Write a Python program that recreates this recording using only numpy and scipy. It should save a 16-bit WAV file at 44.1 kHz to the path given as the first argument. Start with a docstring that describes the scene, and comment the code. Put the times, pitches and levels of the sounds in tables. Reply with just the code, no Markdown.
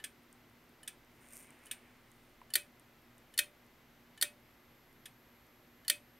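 """On a workbench in a small room, relays on a circuit board switch every 0.83 s under a hand-held phone.
A faint tick usually leads a light clack or a heavy double click: the contacts touch, then the
armature, the iron flap pulled by the relay's magnet, slams home. The board rings and the walls answer.
Beneath lie a little handling noise, mains hum, a thin power-supply whine and steady room noise."""
import sys
import numpy as np
from scipy import signal
from scipy.fft import rfft, irfft, next_fast_len
from scipy.io import wavfile
from scipy.ndimage import uniform_filter1d

SR = 44100
rng = np.random.default_rng(int(sys.argv[2]) if len(sys.argv) > 2 else 0)


def transcribe(u):
    """Save the signal u as a 16-bit wav file named by the first command-line argument.

    u: samples, shape (n,) or (channels, n), limited to [-1, 1]; the rate is SR.
    q: integer samples, one column per channel.
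    """
    v = np.clip(np.atleast_2d(u).T, -1, 1)
    q = np.round(v * 32767).astype(np.int16)
    wavfile.write(sys.argv[1], SR, q)


N = 272979

# each double click: start_s, travel_s (touch to slam), level_db, tilt_db_per_octave, slam_chatter_s
DOUBLE_CLICKS = [(2.537, .0167, -18.5, 1, 0.0027), (3.377, .0113, -19.5, 0, 0.0034),
                 (4.2122, .0114, -20, -0.4, 0.0033), (5.88, .0179, -19.5, -0.1, .0027)]
# the notes the metal rings with: pitch_hz, level_db, fade_s
TOUCH_NOTES = [(1894, -19.5, .05), (3616, -19, 0.044), (4384, -5, .035), (4880, -14, 0.04),
               (8820, -10.5, 0.008), (10730, -15.5, 0.024)]
SLAM_NOTES = [(588, -35.5, 0.36), (1478, -21, 0.028), (1846, -13, 0.041), (2333, -21.5, 0.068),
              (2532, -22, 0.17), (2546, -23, 0.12), (3130, -11, 0.02), (3660, -12, 0.018),
              (4338, -13, 0.0284), (4740, -16, 0.03), (6000, -18, 0.0306), (7540, -20.5, 0.017),
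              (8450, -27.5, 0.027), (8715, -14, 0.05), (10170, -9, 0.023), (11400, -10.5, 0.025),
              (14210, -17, 0.03)]
# the tone of the rattling plastic case and board: pitch_hz, level_db
TOUCH_RATTLE = [(300, -16.5), (1150, -18.5), (1500, -4), (2500, 0.5), (4500, -0.5), (7000, 0.5),
                (8800, 3.5), (11400, 8), (13000, 1), (16000, -3.5)]
SLAM_RATTLE = [(150, -19.5), (350, -15), (1150, -18), (1400, -7.5), (2000, 8.5), (2800, -4), (3400, 9),
               (5000, 0.5), (7100, -1.5), (8800, 9.5), (11400, -3.5), (12500, -2.5), (14400, 9.5),
               (16000, 3)]
def double_clicks():
    """The power relay closes: its contacts touch softly, then the armature slams home."""
    out = np.zeros(N)
    for start_s, travel_s, level_db, tilt_db, chatter_s in DOUBLE_CLICKS:
        touch = strike(TOUCH_NOTES, TOUCH_RATTLE, tilt_db, chatter_s=0.002,
                       case_db=-3.5, case_fade_s=0.037, first_force=0.34)
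        add(out, start_s, gain(level_db - 7.5) * touch)
        slam = strike(SLAM_NOTES, SLAM_RATTLE, tilt_db, chatter_s,
                      case_db=-2.5, case_fade_s=0.032, first_force=0.44)
        board = board_ring(level_db=-17, fade_s=0.16, build_s=0.0043)
        add(out, start_s + travel_s, gain(level_db) * (slam + board))
    return out


# each clack: start_s, level_db, tilt_db_per_octave, chatter_s
LIGHT_CLACKS = [(0.0399, -35, 0.5, 0.0049), (0.8764, -35.5, 2.5, 0.0033), (1.712, -32.5, 3, 0.0023),
                (5.056, -42.5, 0.5, 0.004)]
# the notes the metal rings with: pitch_hz, level_db, fade_s
CLACK_NOTES = [(1587, -21, 0.061), (1727, -12, 0.051), (2310, -20, 0.12), (2564, -18, 0.092),
               (2850, -24, 0.057), (3406, -14, 0.038), (3710, -14, 0.026), (4940, -20, 0.055),
               (5950, -19.5, 0.019), (8550, -9, 0.028), (8760, -11, 0.054), (9140, -14.5, 0.049),
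               (10700, -33, .035)]
# the tone of the rattling case and board: pitch_hz, level_db
CLACK_RATTLE = [(300, -3), (1200, -17), (1700, 4.5), (3400, 8.5), (4400, -3), (7600, -1), (8800, -4),
                (11200, 5), (12600, -13), (14400, 2), (16000, -34)]
def clacks():
    """A relay switches with one light blow that shakes the board."""
    out = np.zeros(N)
    for start_s, level_db, tilt_db, chatter_s in LIGHT_CLACKS:
        clack = strike(CLACK_NOTES, CLACK_RATTLE, tilt_db, chatter_s,
                       case_db=-4.5, case_fade_s=0.037, first_force=0.69)
        board = board_ring(level_db=-11.5, fade_s=0.13, build_s=0.0032)
        add(out, start_s, gain(level_db) * (clack + board))
    return out


# each tick: start_s, level_db, tilt_db_per_octave
FAINT_TICKS = [(0.0, -59.5, -7.5), (.831, -50, 1.5), (1.666, -51, 1.5), (2.503, -52.5, 0),
               (3.339, -51.5, 1), (4.176, -53.5, -3), (5.848, -58, -4)]
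# the notes the metal rings with: pitch_hz, level_db, fade_s
TICK_NOTES = [(1764, -8.5, 0.088), (2990, -8, 0.089), (8960, -12.5, 0.042), (10800, -3.5, 0.015)]
# the tone of the rattling case and board: pitch_hz, level_db
TICK_RATTLE = [(800, -21), (1800, -11.5), (3500, -0.5), (5500, -8.5), (8000, -3), (11000, -7), (13000, -25),
               (16000, 1)]
def ticks():
    """The parts of a small relay meet with a faint tick."""
    out = np.zeros(N)
    for start_s, level_db, tilt_db in FAINT_TICKS:
        tick = strike(TICK_NOTES, TICK_RATTLE, tilt_db, chatter_s=0.0013,
                      case_db=0, case_fade_s=0.041, first_force=0.7)
        add(out, start_s, gain(level_db) * tick)
    return out


def strike(notes, rattle_tone, tilt_db, chatter_s, case_db, case_fade_s, first_force):
    """Metal parts bounce briefly: the case rattles at once while the notes build up and ring on."""
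    t = np.arange(SR // 3) / SR
    progress = np.minimum(t / chatter_s, 1)
    impacts = rng.choice([-1, 1], len(t)) * gain(9 * rng.uniform(-1, 1, len(t)))
    rise = first_force + (1 - first_force) * np.minimum(2 * progress, 1)
    force = rise * fade(t - chatter_s, case_fade_s)
    rattle = unit(colour(impacts * force, rattle_tone, tilt_db))
    sound = gain(case_db) * rattle * rms(force)
    for pitch_hz, level_db, fade_s in notes:
        # low notes are pure; above 4 kHz each is a cluster of five close pitches
        spread = 0.027 * np.clip((pitch_hz - 4000) / 4000, 0, 1)
        detune, phase = rng.uniform(-1, 1, size=(2, 5, 1))
        cluster = np.sin(2 * np.pi * pitch_hz * (1 + spread * detune) * t + np.pi * phase).sum(axis=0)
        loudness = progress * fade(t - chatter_s, fade_s)
        note_db = level_db + tilt_db * np.log2(pitch_hz / 5000)
        sound += gain(note_db) * unit(cluster * loudness) * rms(loudness)
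    return sound


# the tone of the whole board ringing: pitch_hz, level_db
BOARD_TONE = [(200, -14.5), (350, 2.5), (500, -14), (1150, -7.5), (1400, 0.5), (2300, -1.5), (3300, 3),
              (4500, -4), (7000, -7.5), (8800, -3.5), (11400, -2), (12800, -7.5), (14400, -4.5),
              (16000, 0.5)]
def board_ring(level_db, fade_s, build_s):
    """Countless weak vibrations of the board take up a blow and fade as a dry hiss."""
    t = np.arange(SR // 3) / SR
    loudness = (1 - np.exp(-t / build_s)) * fade(t, fade_s)
    return gain(level_db) * noise(BOARD_TONE, len(t)) * loudness


# the tone the walls give back: pitch_hz, level_db
WALL_TONE = [(300, -8), (1300, -1), (2400, 9.5), (4200, 0.5), (9000, 4), (15000, -7)]
def room_echo(sound, level_db, fade_s, gap_s, build_s):
    """Sound bounces off the bench and near walls, blurring into one short echo."""
    t = np.arange(SR // 2) / SR
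    swell = 1 - np.exp(-np.maximum(t - gap_s, 0) / build_s)
    echo = colour(rng.standard_normal(len(t)) * swell * fade(t, fade_s), WALL_TONE)
    return gain(level_db) * signal.fftconvolve(sound, unit(echo) / np.sqrt(len(t)))[:N]


# each clear snap of the phone's case: start_s, level_db
CLEAR_SNAPS = [(0.328, -60.5), (1.336, -60), (1.369, -52), (1.377, -55), (1.506, -62.5), (1.659, -57),
               (2.117, -66.5), (2.7975, -64.5), (3.1814, -67)]
# the tone of its snaps and creaks: pitch_hz, level_db
SNAP_TONE = [(2000, -22.5), (4500, -14), (6500, -3), (8000, -3.5), (8700, 6.5), (10000, 0), (13000, -4),
             (16000, -5)]
def case_snaps(faint_per_s=2, faint_db=-75):
    """The phone's case snaps in the hand: a few clear snaps among faint random ones."""
    out, t = np.zeros(N), np.arange(SR // 100) / SR
    faint = [(i / SR, faint_db) for i in np.flatnonzero(rng.random(N) < faint_per_s / SR)]
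    for start_s, level_db in CLEAR_SNAPS + faint:
        burst = rng.standard_normal(len(t)) * fade(t, 0.0019)
        add(out, start_s, gain(level_db) * unit(colour(burst, SNAP_TONE)))
    return out


# each rub of the hand on the phone: peak_s, level_db, swell_s
GRIP_RUBS = [(1.335, -58, 0.46), (1.653, -66, 0.13), (2.11, -80.5, 1)]
def grip_creak(slips_per_s=600):
    """The grip sticks and slips in tiny jerks; each rub swells, holds and dies away."""
    loudness, t = np.zeros(N), np.arange(N) / SR
    for peak_s, level_db, swell_s in GRIP_RUBS:
        hold_s, fade_s = 0.16 * swell_s, 0.75 * swell_s
        loudness += gain(level_db) * fade(peak_s - t, swell_s) * fade(t - peak_s - hold_s, fade_s)
    slips = (rng.random(N) < slips_per_s / SR) * rng.choice([-1, 1], N)
    strength = gain(4 * rng.standard_normal(N))
    hiss = 0.074 * rng.standard_normal(N)
    return loudness * unit(colour(slips * strength + hiss, SNAP_TONE))


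# a fingertip's tap on the phone: start_s, level_db, pitch_hz, fade_s
FINGER_TAPS = [(2.416, -46, 1003, 0.021)]
def finger_tap(push_s=0.0016):
    """A fingertip's soft push makes the phone's body knock briefly."""
    out, t = np.zeros(N), np.arange(SR // 20) / SR
    for start_s, level_db, pitch_hz, fade_s in FINGER_TAPS:
        rise = np.sqrt(np.minimum(t / push_s, 1))
        knock = np.sin(2 * np.pi * pitch_hz * t) * rise * fade(t - push_s, fade_s)
        brush = unit(colour(rng.standard_normal(len(t)) * fade(t, 0.0039), BRUSH_TONE))
        add(out, start_s, gain(level_db) * (knock + gain(-26.5) * brush))
    return out


# the tone of a sleeve or fingertip brushing: pitch_hz, level_db
BRUSH_TONE = [(80, -12), (250, 2.5), (700, -2), (1300, -3.5), (2200, 4), (3200, -6), (4500, -25),
              (9000, -15), (16000, -24)]
def sleeve_rustle(level_db=-66, start_s=1.055, rise_s=0.3, hold_s=0.47, fall_s=0.3):
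    """A sleeve rustles while the arm makes one move."""
    move = np.interp(np.arange(N) / SR, np.cumsum([start_s, rise_s, hold_s, fall_s]), [0, 1, 1, 0])
    return move * gain(level_db + drift(30.1)) * noise(BRUSH_TONE)


# the tones in the hum: pitch_hz, level_db
HUM_TONES = [(59.5, -84.5), (119, -78.5), (238.5, -74), (359, -80.5), (2044, -82)]
def mains_hum():
    """Mains power hums in a few tones, each wavering in level and pitch."""
    return sum(gain(level_db + 2.1 * drift(13)) * wavering_tone(pitch_hz, wander_hz=2.6)
               for pitch_hz, level_db in HUM_TONES)


# how loud the whine is over time: time_s, level_db
WHINE_LEVELS = [(0, -84), (1.15, -82), (1.9, -91), (2.7, -81), (3.7, -83), (5.1, -76), (6.19, -76.5)]
def supply_whine(pitch_hz=11783):
    """The switching power supply gives off one thin, high tone."""
    level_db = np.interp(np.arange(N) / SR, *np.transpose(WHINE_LEVELS))
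    return gain(level_db + 0.6 * drift(16)) * wavering_tone(pitch_hz, wander_hz=4)


# the tone of the room noise, and of its left-right difference: pitch_hz, level_db
AIR_TONE = [(12, -51), (20, 5), (27, -12.5), (49, -7), (85, -10.5), (119, -4.5), (202, -10.5), (238, -3.5),
            (382, -10), (491, -11), (767, -13), (2090, -15.5), (9660, -33.5), (12100, -28), (15500, -26)]
SIDE_TONE = [(20, -19), (120, -5.5), (250, -5), (600, -5.5), (2000, -7), (5000, -17), (15000, -25.5)]
def room_noise(middle_db=-64, side_db=-77):
    """A low, steady rush fills the room, not quite the same left and right."""
    middle = gain(middle_db) * noise(AIR_TONE)
    side = gain(side_db) * noise(SIDE_TONE)
    return np.array([middle + side, middle - side])


def gain(db):
    """Turn decibels into a multiplier."""
    return 10 ** (np.asarray(db) / 20)


def rms(sound):
    """The average strength of a sound (root mean square)."""
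    return np.sqrt(np.mean(sound ** 2) + 1e-24)


def unit(sound):
    """Scale to an average strength of 1."""
    return sound / rms(sound)


def fade(t, fade_s):
    """Stay at 1 until t = 0, then drop 60 dB every fade_s."""
    return np.exp(-np.log(1000) * np.maximum(t, 0) / fade_s)


def add(out, start_s, sound):
    """Mix a sound in at start_s."""
    i = max(int(start_s * SR), 0)
    out[i:i + len(sound)] += sound[:max(N - i, 0)]


def colour(sound, tone, tilt_db=0):
    """Filter by a tone table; tilt_db per octave, pivoting at 5 kHz, brightens or dulls it."""
    n = next_fast_len(len(sound) + 1024, real=True) // 2 * 2
    octaves = np.log2(np.maximum(np.arange(n // 2 + 1) * SR / n, 1) / 5000)
    pitch_hz, level_db = np.transpose(tone)
    gain_db = np.interp(octaves, np.log2(pitch_hz / 5000), level_db) + tilt_db * np.maximum(octaves, -2)
    # fold the filter forward in time, so nothing rings before it is struck
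    cepstrum = irfft(np.log(gain(gain_db)))
    cepstrum[1:n // 2] *= 2
    cepstrum[n // 2 + 1:] = 0
    return irfft(rfft(sound, n) * np.exp(rfft(cepstrum)))[:len(sound)]


def noise(tone, samples=N):
    """Steady noise of strength 1, shaped by a tone table."""
    return unit(colour(rng.standard_normal(samples), tone))


def drift(steps_per_s):
    """A smooth random wobble of strength 1."""
    width = int(SR / steps_per_s)
    steps = np.repeat(rng.standard_normal(N // width + 1), width)[:N]
    return unit(uniform_filter1d(uniform_filter1d(steps, width), width))


def wavering_tone(pitch_hz, wander_hz):
    """A pure tone whose pitch wanders a little."""
    return np.sqrt(2) * np.sin(2 * np.pi * np.cumsum(pitch_hz + wander_hz * drift(25.1)) / SR)


def scene():
    """Everything sits in the middle; only the room noise has a little width."""
    relays = ticks() + clacks() + double_clicks()
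    handling = grip_creak() + sleeve_rustle() + case_snaps() + finger_tap()
    near = relays + handling
    air = room_noise()
    echo = room_echo(near, level_db=-16.5, fade_s=0.16, gap_s=0.0022, build_s=0.0032)
    return near + echo + mains_hum() + supply_whine() + air


def record(dry):
    """The phone's microphone softens the highest treble, then the very top is cut off."""
    soften_hz, cut_hz = 14900, 15750
    soft = signal.sosfilt(signal.butter(6, soften_hz, fs=SR, output="sos"), dry)
    return signal.sosfilt(signal.ellip(10, 0.2, 70, cut_hz, fs=SR, output="sos"), soft)


dry = scene()
out = record(dry)
transcribe(out)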